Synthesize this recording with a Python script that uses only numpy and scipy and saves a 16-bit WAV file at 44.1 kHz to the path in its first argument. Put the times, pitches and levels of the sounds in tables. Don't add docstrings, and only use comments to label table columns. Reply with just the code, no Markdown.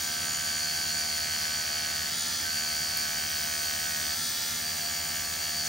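import sys
import numpy as np
from scipy import signal
from scipy.fft import rfft, irfft, next_fast_len
from scipy.io import wavfile
from scipy.ndimage import uniform_filter1d

SR = 44100
rng = np.random.default_rng(int(sys.argv[2]) if len(sys.argv) > 2 else 0)


def store_wav(level_fs):
    pcm = np.round(np.clip(np.atleast_2d(level_fs), -1, 1) * 32767)
    wavfile.write(sys.argv[1], SR, pcm.T.astype(np.int16))


N = 250564

STRIKE, REBOUND, TOP, SPRING, APPROACH = .0, .15, .46, .69, .88

# hz, density_db
ROOM_COLOUR = [(25, -11), (60, 0.5), (110, -1.5), (170, 3), (300, -1), (450, -6.5), (800, -4.5), (1400, -5),
               (2500, -11.5), (4000, -63)]
# time_s, turns_per_s
NEIGHBOUR_SPEED = [(0, 87.66), (1.9, 87.69), (2.1, 87.56), (2.6, 87.6), (2.75, 87.875), (4.3, 87.865),
                   (4.6, 87.77), (5.68, 87.73)]
# time_s, buzz_db
NEIGHBOUR_BUZZ = [(0, -35), (.5, -49), (1.9, -46.5), (2.6, -40.5), (2.75, -38), (4.3, -33.5), (5.68, -39)]
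# multiple of the turn rate, level_db
NEIGHBOUR_PARTIALS = [(1, -54), (7, -65), (13, -84), (15, -65), (27, -65), (44, -54), (65, -70), (68, -48),
                      (80, -64), (124, -43)]
# hz, density_db
BUZZ_COLOUR = [(1200, -40), (2500, -14), (4500, 1.5), (6000, 0.5), (8500, -0.5), (10800, -9), (13000, -4),
               (15800, 0)]
# time_s, hum_db, housing_rattle_db, cartridge_rattle_db, rasp_db
PART_LEVELS = [(0, -42.5, -40, -42, -47), (.3, -40, -38, -38.5, -55), (.65, -41.5, -36.5, -39.5, -63),
               (1.0, -41.5, -35.5, -39.5, -51), (1.5, -40, -36.5, -43, -45), (2.0, -41, -37.5, -45.5, -40),
               (2.2, -43.5, -38, -42, -36), (2.4, -42, -37, -46, -55), (2.67, -40.5, -36.5, -41, -64),
               (3.2, -40.5, -38.5, -43.5, -56), (3.95, -41, -40, -45, -43), (4.12, -41, -39.5, -51, -40),
               (4.25, -43.5, -39, -43, -37), (4.42, -42.5, -40.5, -52, -37), (4.6, -42, -40, -45, -42),
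               (5.1, -40.5, -40.5, -42.5, -50), (5.68, -42.5, -37.5, -43, -43)]
# multiple of the turn rate, level_db
PRESSED_PARTIALS = [(1, -6.5), (2, -6.5), (3, -8.5), (4, -23), (5, -18.5), (6, -20.5), (7, -14.5),
                    (8, -12.5), (9, -3), (10, -8), (11, -9.5), (12, -20.5), (13, -17.5), (14, -37),
                    (15, -6), (16, -19.5), (17, -4.5), (18, -12.5), (19, -8), (20, 7.5), (21, -2), (22, -8),
                    (23, -2), (24, -11.5), (25, -14.5), (26, -18), (27, -4.5), (28, -24), (29, -5),
                    (30, -31), (31, -6), (32, -15), (33, -10.5), (34, -37), (35, -5.5)]
# multiple of the turn rate, level_db
FREE_PARTIALS = [(1, -8.5), (2, -6.5), (3, -6.5), (4, -26), (5, -20), (6, -16), (7, -15), (8, -11), (9, -8),
                 (10, -14.5), (11, -8.5), (12, -22), (13, -17), (14, -32), (15, -5), (16, -15), (17, 0),
                 (18, -2.5), (19, -30), (20, -3), (21, -14), (22, 2), (23, -1), (24, -14), (25, -29),
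                 (26, -7), (27, -4.5), (28, -17), (29, -6.5), (30, -19), (31, -10), (32, -27), (33, -20),
                 (34, -28), (35, -37)]
HARD_PRESS_CHANGE = {19: -4.4, 20: -0.79, 22: 5.1, 24: 5.4, 25: 7.6, 27: -2.5, 28: 1.2, 31: 1.2}
TILTED_GRIP_CHANGE = {19: -3.0, 20: -7.0, 21: 1.0, 22: 3.0, 23: 3.0}
# share_of_turn, lifted_db, pressed_db
DRIVE_CONTACTS = [(.0, -1.5, 3), (0.081, 3.5, 1), (0.169, 0, 4), (.4, 0.5, 2), (.5, 0.5, 2.5),
                  (0.581, 6, -32), (0.682, -1.5, -5), (0.809, 2.5, -0.5), (.87, 3, 7.5)]
# hz, width_hz, lifted_db, pressed_db
BODY_RESONANCES = [(3440, 420, -5.5, -18.5), (4170, 250, -5, -39), (4390, 142, -1.5, 0), (4603, 93, 1, 1),
                   (5100, 270, -2, -6), (6074, 150, -3, -4.5), (6850, 120, -1.5, 0.5), (6854, 80, 7, -7),
                   (9220, 126, 3, -5)]
# hz, width_hz, moment (share of a turn), lifted_db, pressed_db
BLOWS = [(1743, 232, STRIKE, -14.5, -12.5), (3070, 580, STRIKE, -5.5, -4.5),
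         (3790, 617, APPROACH, -3, -15.5), (3530, 536, REBOUND, -8, -3), (4000, 494, APPROACH, -3, -11),
         (2405, 508, STRIKE, -20, -11.5), (5580, 900, TOP, -19, -9.5), (6800, 397.4, SPRING, 0, -3)]
# hz, density_db
HISS_COLOUR = [(700, -28), (1200, -18.5), (1700, 1), (2650, -6), (3150, -2.5), (3800, -5.5), (4550, 1.5),
               (5500, -1.5), (6800, -1.5), (7600, -4), (9400, -12.5), (10800, 2), (12500, -5.5),
               (15800, -18)]
# hz, density_db
RUB_COLOUR = [(1500, -26), (2650, -13), (3100, -9), (3800, -24), (4150, -11.5), (4400, -3), (4620, 4),
              (4850, -5.5), (5600, -10), (6800, -3), (7600, -10), (9500, -6), (12000, -17), (15800, -7)]
# low_hz, high_hz, burst over the steady part (ratio), moments (shares of a turn)
BURST_BANDS = [(0, 2800, .6, [STRIKE, TOP]), (2800, 3500, .5, [STRIKE]), (3500, 4200, .8, [APPROACH, TOP]),
               (4200, 4900, .5, [REBOUND, TOP]), (4900, 6300, 1.3, [TOP]), (6300, 7700, 1.2, [SPRING]),
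               (7700, 9000, .8, [REBOUND + .1, APPROACH - .08]), (9000, 10200, 1.0, [SPRING]),
               (10200, 23000, 1.0, [STRIKE])]
# start_s, burst_peak_db (before its ring is added)
SNAPS = [(2.9725, -18)]
# touch_s, lift_s, mean speed at touch_hz, at lift_hz,
# swing of the speed with each sweep at touch_hz, at lift_hz
NEEDLE_PASSES = [(-.2, 2.046, 77.8, 75.8, .25, .36), (2.396, 4.098, 76.86, 75.66, .31, .53),
                 (4.547, 5.9, 77.5, 77.1, .22, .12)]
# time_s, sweeps so far
HAND_SWEEPS = [(-.108, -1), (.246, 0), (.724, 2), (.865, 3), (2.034, 9), (2.672, 12), (3.97, 18),
               (4.629, 21), (4.829, 22), (5.28, 24), (5.56, 25), (5.84, 26)]
# time_s, looseness 0-1
LOOSENESS = [(0, .8), (2.1, 1), (2.45, 1), (2.6, .55), (4.1, .5), (4.2, 0), (5.68, .05)]
# hz, left lead in half turns of phase
PORT_LEAD = [(0, 0), (400, .08), (950, .05), (1250, .1), (1500, .7), (1800, .1), (2400, .05), (3000, .23),
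             (3400, .2), (3600, 0), (6200, 0), (6900, .25), (7350, 1), (7600, 1), (8000, 1.87), (8300, 2),
             (8800, 1.97), (9100, 1.75), (10100, 1.25), (10500, 1), (11700, 1), (12300, .88), (12600, .58),
             (13200, .2), (13800, 0), (15000, 0), (15600, .1)]
# hz, left_minus_right_db
PORT_TILT = [(100, -.5), (400, 0), (750, 2), (1250, 1.5), (1550, -7), (2000, -2.5), (2400, 0), (15000, 0)]

FREE_HZ, LIGHT_HZ, PRESSED_HZ = 78.9, 77.5, 76.3
SINK_S, LIFT_S = .107, .088
PUSH_HUM_DB, PUSH_HOUSING_DB, PUSH_CARTRIDGE_DB = -0.5, -0.2, -0.4
TILT_S = 4.3
LOW_SPREAD, HIGH_SPREAD = 1.45, .07
STUDIO_DB, HISS_DB, RUB_DB = -49.5, -38.5, -37
HUM_DB, RATTLE_DB, KNOCK_DB, SCATTER_DB = -46.5, 31.5, 2.0, 3.5
RATTLE_SPREAD_DB, KNOCK_SPREAD_DB, HISS_FLICKER_DB = 2.2, 1.3, .9
WOBBLE, LOOSE_HISS_DB = .0016, 2.0
CONTACT_JITTER, PATH_LAG = .0006, .01
RUB_SLIP, RUB_TURNS = .0008, 3.5
CARTRIDGE_HZ = 6300
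RASP_LOW_HZ, RASP_HIGH_HZ = 3400, 4200
BURST_SHARP = 7.0
TICK_HZ, TICK_WIDTH_HZ, TICK_DECAY_S, TICK_RING_DB = 12300, 290, 0.001, 19
CUTOFF_HZ = 15780


def from_db(db):
    return 10 ** (np.asarray(db) / 20)


def rms_one(x):
    return x / np.sqrt(np.mean(x ** 2) + 1e-20)


def at_hz(points, hz):
    p = np.array(points, float)
    return np.interp(np.log(hz + 1), np.log(p[:, 0] + 1), p[:, 1])


def in_time(rows):
    s, *columns = np.transpose(rows)
    return [np.interp(np.arange(N) / SR, s, c) for c in columns]


def bin_hz(size):
    return np.arange(size // 2 + 1) * SR / size


def drift(rate_hz):
    r = np.exp(-80 * np.pi * rate_hz / SR)
    noise = rng.standard_normal(N // 40 + 2002)
    slow = rms_one(signal.lfilter([1], [1, -2 * r, r * r], noise)[2000:])
    return np.interp(np.arange(N) / 40, np.arange(len(slow)), slow)


def coloured(x, spectrum):
    size = next_fast_len(N)
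    gain = from_db(at_hz(spectrum, bin_hz(size)))
    return rms_one(irfft(rfft(x, size) * gain, size)[..., :N])


def coloured_noise(spectrum, channels):
    return coloured(rng.standard_normal((channels, N)), spectrum)


def ring(clicks, hz, width):
    r = np.exp(-np.pi * width / SR)
    edge = (1 - r * r) / 2
    poles = [1, -2 * r * np.cos(2 * np.pi * hz / SR), r * r]
    return signal.lfilter([edge, 0, -edge], poles, clicks + 1e-18)


def worn_surfaces(turns, lasts, colour):
    patterns = rng.standard_normal((200, 512))
    place = (turns % 1 * 512).astype(int)
    age = np.clip(turns / lasts, 0, 198)
    older, blend = age.astype(int), np.pi / 2 * (age % 1)
    rub = np.cos(blend) * patterns[older, place] + np.sin(blend) * patterns[older + 1, place]
    return coloured(rub, colour)


def studio():
    mid, side = coloured_noise(ROOM_COLOUR, channels=2)
    side = signal.lfilter(*signal.butter(1, [350, 1500], "band", fs=SR), side)
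    return from_db(STUDIO_DB) * (mid + 0.76 * side * [[1], [-1]])


def neighbour():
    (speed,), (buzz_db,) = in_time(NEIGHBOUR_SPEED), in_time(NEIGHBOUR_BUZZ)
    turns = np.cumsum(speed) / SR
    tones = 0
    for k, db in NEIGHBOUR_PARTIALS:
        follow_db = (buzz_db - buzz_db.max()) * (k > 1)
        level = from_db(db + 1.7 * drift(1.7) + follow_db)
        tones = tones + level * np.sin(2 * np.pi * k * turns + k)
    return tones + from_db(buzz_db) * worn_surfaces(turns, lasts=58.6, colour=BUZZ_COLOUR)


def hiss(loose):
    level_db = HISS_DB + LOOSE_HISS_DB * (loose - 0.5) + HISS_FLICKER_DB * drift(16.0)
    return from_db(level_db) * coloured_noise(HISS_COLOUR, channels=2)


def cam_rub(turns, housing_db):
    level_db = RUB_DB + 0.5 * (housing_db - housing_db.mean()) + .5 * drift(16.0)
    return from_db(level_db) * worn_surfaces(turns + RUB_SLIP * drift(40.0), RUB_TURNS, RUB_COLOUR)


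def ticks():
    out = np.zeros(N)
    for s, peak_db in SNAPS:
        fade = np.exp(-np.arange(200) / (TICK_DECAY_S * SR))
        burst = np.diff(rng.standard_normal(200) * fade, prepend=0)
        start = round(s * SR)
        out[start:start + 200] += from_db(peak_db) * burst / np.abs(burst).max()
    return out + from_db(TICK_RING_DB) * ring(out, TICK_HZ, TICK_WIDTH_HZ)


def knock(turns, load, grip_db, cartridge_db, rasp_db):
    whole, out = np.arange(int(turns[-1])), 0
    for hz, width, share, lifted_db, pressed_db in BLOWS:
        rise = PRESSED_HZ / (np.pi * width)
        angle = whole + share - rise + CONTACT_JITTER * rng.standard_normal(len(whole))
        at = np.clip(np.searchsorted(turns, angle), 0, N - 1)
        if hz > CARTRIDGE_HZ:
            part_db = cartridge_db
        elif RASP_LOW_HZ < hz < RASP_HIGH_HZ:
            part_db = rasp_db
        else:
            part_db = grip_db
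        db = lifted_db + load[at] * (pressed_db - lifted_db) + part_db[at]
        clicks = np.zeros(N)
        clicks[at] = from_db(db + KNOCK_SPREAD_DB * rng.standard_normal(len(at)))
        out = out + ring(ring(clicks, hz, width), hz, width)
    return out


def rattle(turns, load, housing_db, cartridge_db):
    whole = np.arange(int(turns[-1]) + 1)
    share, free_db, pressed_db = np.transpose(DRIVE_CONTACTS)[:, :, None]
    wander = rng.standard_normal((len(DRIVE_CONTACTS), len(whole)))
    wander = uniform_filter1d(wander, size=8) * np.sqrt(8)
    angle = whole + share + CONTACT_JITTER * (wander + 0.82 * rng.standard_normal(wander.shape))
    out = 0
    for k, (hz, width, lifted_db, working_db) in enumerate(BODY_RESONANCES):
        path = PATH_LAG * rng.standard_normal(share.shape)
        at = np.clip(np.searchsorted(turns, angle + path), 0, N - 1)
        lifted = free_db + lifted_db
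        db = lifted + load[at] * (pressed_db + working_db - lifted)
        db = db + (cartridge_db if hz > CARTRIDGE_HZ else housing_db)[at]
        clicks = np.zeros(N)
        np.add.at(clicks, at, from_db(db + RATTLE_SPREAD_DB * rng.standard_normal(at.shape)))
        clicks[-1] = 0
        out = out + (-1) ** k * ring(clicks, hz, width)
    return out


def in_bursts(x, turns):
    size = next_fast_len(N)
    hz, spectrum, out = bin_hz(size), rfft(x, size), 0
    for low, high, depth, moments in BURST_BANDS:
        pulses = sum(np.exp(BURST_SHARP * (np.cos(2 * np.pi * (turns - m)) - 1)) for m in moments)
        band = irfft(spectrum * (hz >= low) * (hz < high), size)[:, :N]
        out = out + rms_one(1 + depth * pulses) * band
    return out


def hum(turns, speed, level_db):
    touching = np.clip((FREE_HZ - speed) / (FREE_HZ - LIGHT_HZ), 0, 1)
    slowed_hz = np.maximum(LIGHT_HZ - speed, 0)
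    tilted = touching * (np.arange(N) > TILT_S * SR)
    out = 0
    for (k, pressed_db), (_, free_db) in zip(PRESSED_PARTIALS, FREE_PARTIALS):
        db = free_db + touching * (pressed_db - free_db)
        db = db + HARD_PRESS_CHANGE.get(k, 0) * slowed_hz + TILTED_GRIP_CHANGE.get(k, 0) * tilted
        db = db + 1.5 * drift(7.7) + level_db * (k > 12)
        lag = HIGH_SPREAD * (k - 22) ** 2 if k > 14 else LOW_SPREAD * k * k * (k > 3)
        out = out + from_db(db) * np.cos(2 * np.pi * k * turns + lag + .35 * drift(5.9))
    return out


def hand():
    t, (count,) = np.arange(N) / SR, in_time(HAND_SWEEPS)
    sweep, speed, push = np.cos(2 * np.pi * count), np.full(N, FREE_HZ), 0
    for touch, lift, first_hz, last_hz, first_swing, last_swing in NEEDLE_PASSES:
        along = np.clip((t - touch) / (lift - touch), 0, 1)
        contact = np.clip((t - touch) / SINK_S, 0, 1) * np.clip(1 - (t - lift) / LIFT_S, 0, 1)
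        swing = first_swing + along * (last_swing - first_swing)
        working = first_hz + along * (last_hz - first_hz) - sweep * swing
        speed = speed + contact * (working - FREE_HZ)
        push = push + contact * sweep
    return speed, push


def ports(near, scattered):
    size = next_fast_len(N + 4096)
    hz = bin_hz(size)
    lead, tilt = np.pi * at_hz(PORT_LEAD, hz), from_db(at_hz(PORT_TILT, hz) / 2)
    arriving = rfft(near, size) + np.abs(np.sin(lead)) * rfft(scattered, size) * [[1], [-1]]
    port_response = np.array([tilt * np.exp(.5j * lead), np.exp(-.5j * lead) / tilt])
    return irfft(arriving * port_response, size)[:, :N]


def scene():
    speed, push = hand()
    hum_db, housing_db, cartridge_db, rasp_db = in_time(PART_LEVELS)
    hum_db = hum_db + PUSH_HUM_DB * push
    housing_db = housing_db + PUSH_HOUSING_DB * push
    cartridge_db = cartridge_db + PUSH_CARTRIDGE_DB * push
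    loose, = in_time(LOOSENESS)
    turns = np.cumsum(speed) / SR + WOBBLE * loose * drift(18.0)
    load = np.clip((FREE_HZ - speed) / (FREE_HZ - PRESSED_HZ), 0, 1.3)

    grip_db = hum_db - hum_db.mean()
    motor = from_db(HUM_DB) * hum(turns, speed, grip_db)
    blows = from_db(KNOCK_DB) * knock(turns, load, grip_db, cartridge_db - cartridge_db.mean(),
                                      rasp_db - rasp_db.max())
    chatter = from_db(RATTLE_DB) * rattle(turns, load, housing_db, cartridge_db)
    direct, scattered = hiss(loose)
    direct = chatter + cam_rub(turns, housing_db) + direct
    direct, scattered = in_bursts(np.array([direct, scattered]), turns)
    near = motor + blows + direct + ticks() + neighbour()
    return ports(near, from_db(SCATTER_DB) * scattered) + studio()


def record(dry):
    return signal.sosfilt(signal.ellip(12, .5, 70, CUTOFF_HZ, fs=SR, output="sos"), dry)


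dry = scene()
out = record(dry)
store_wav(out)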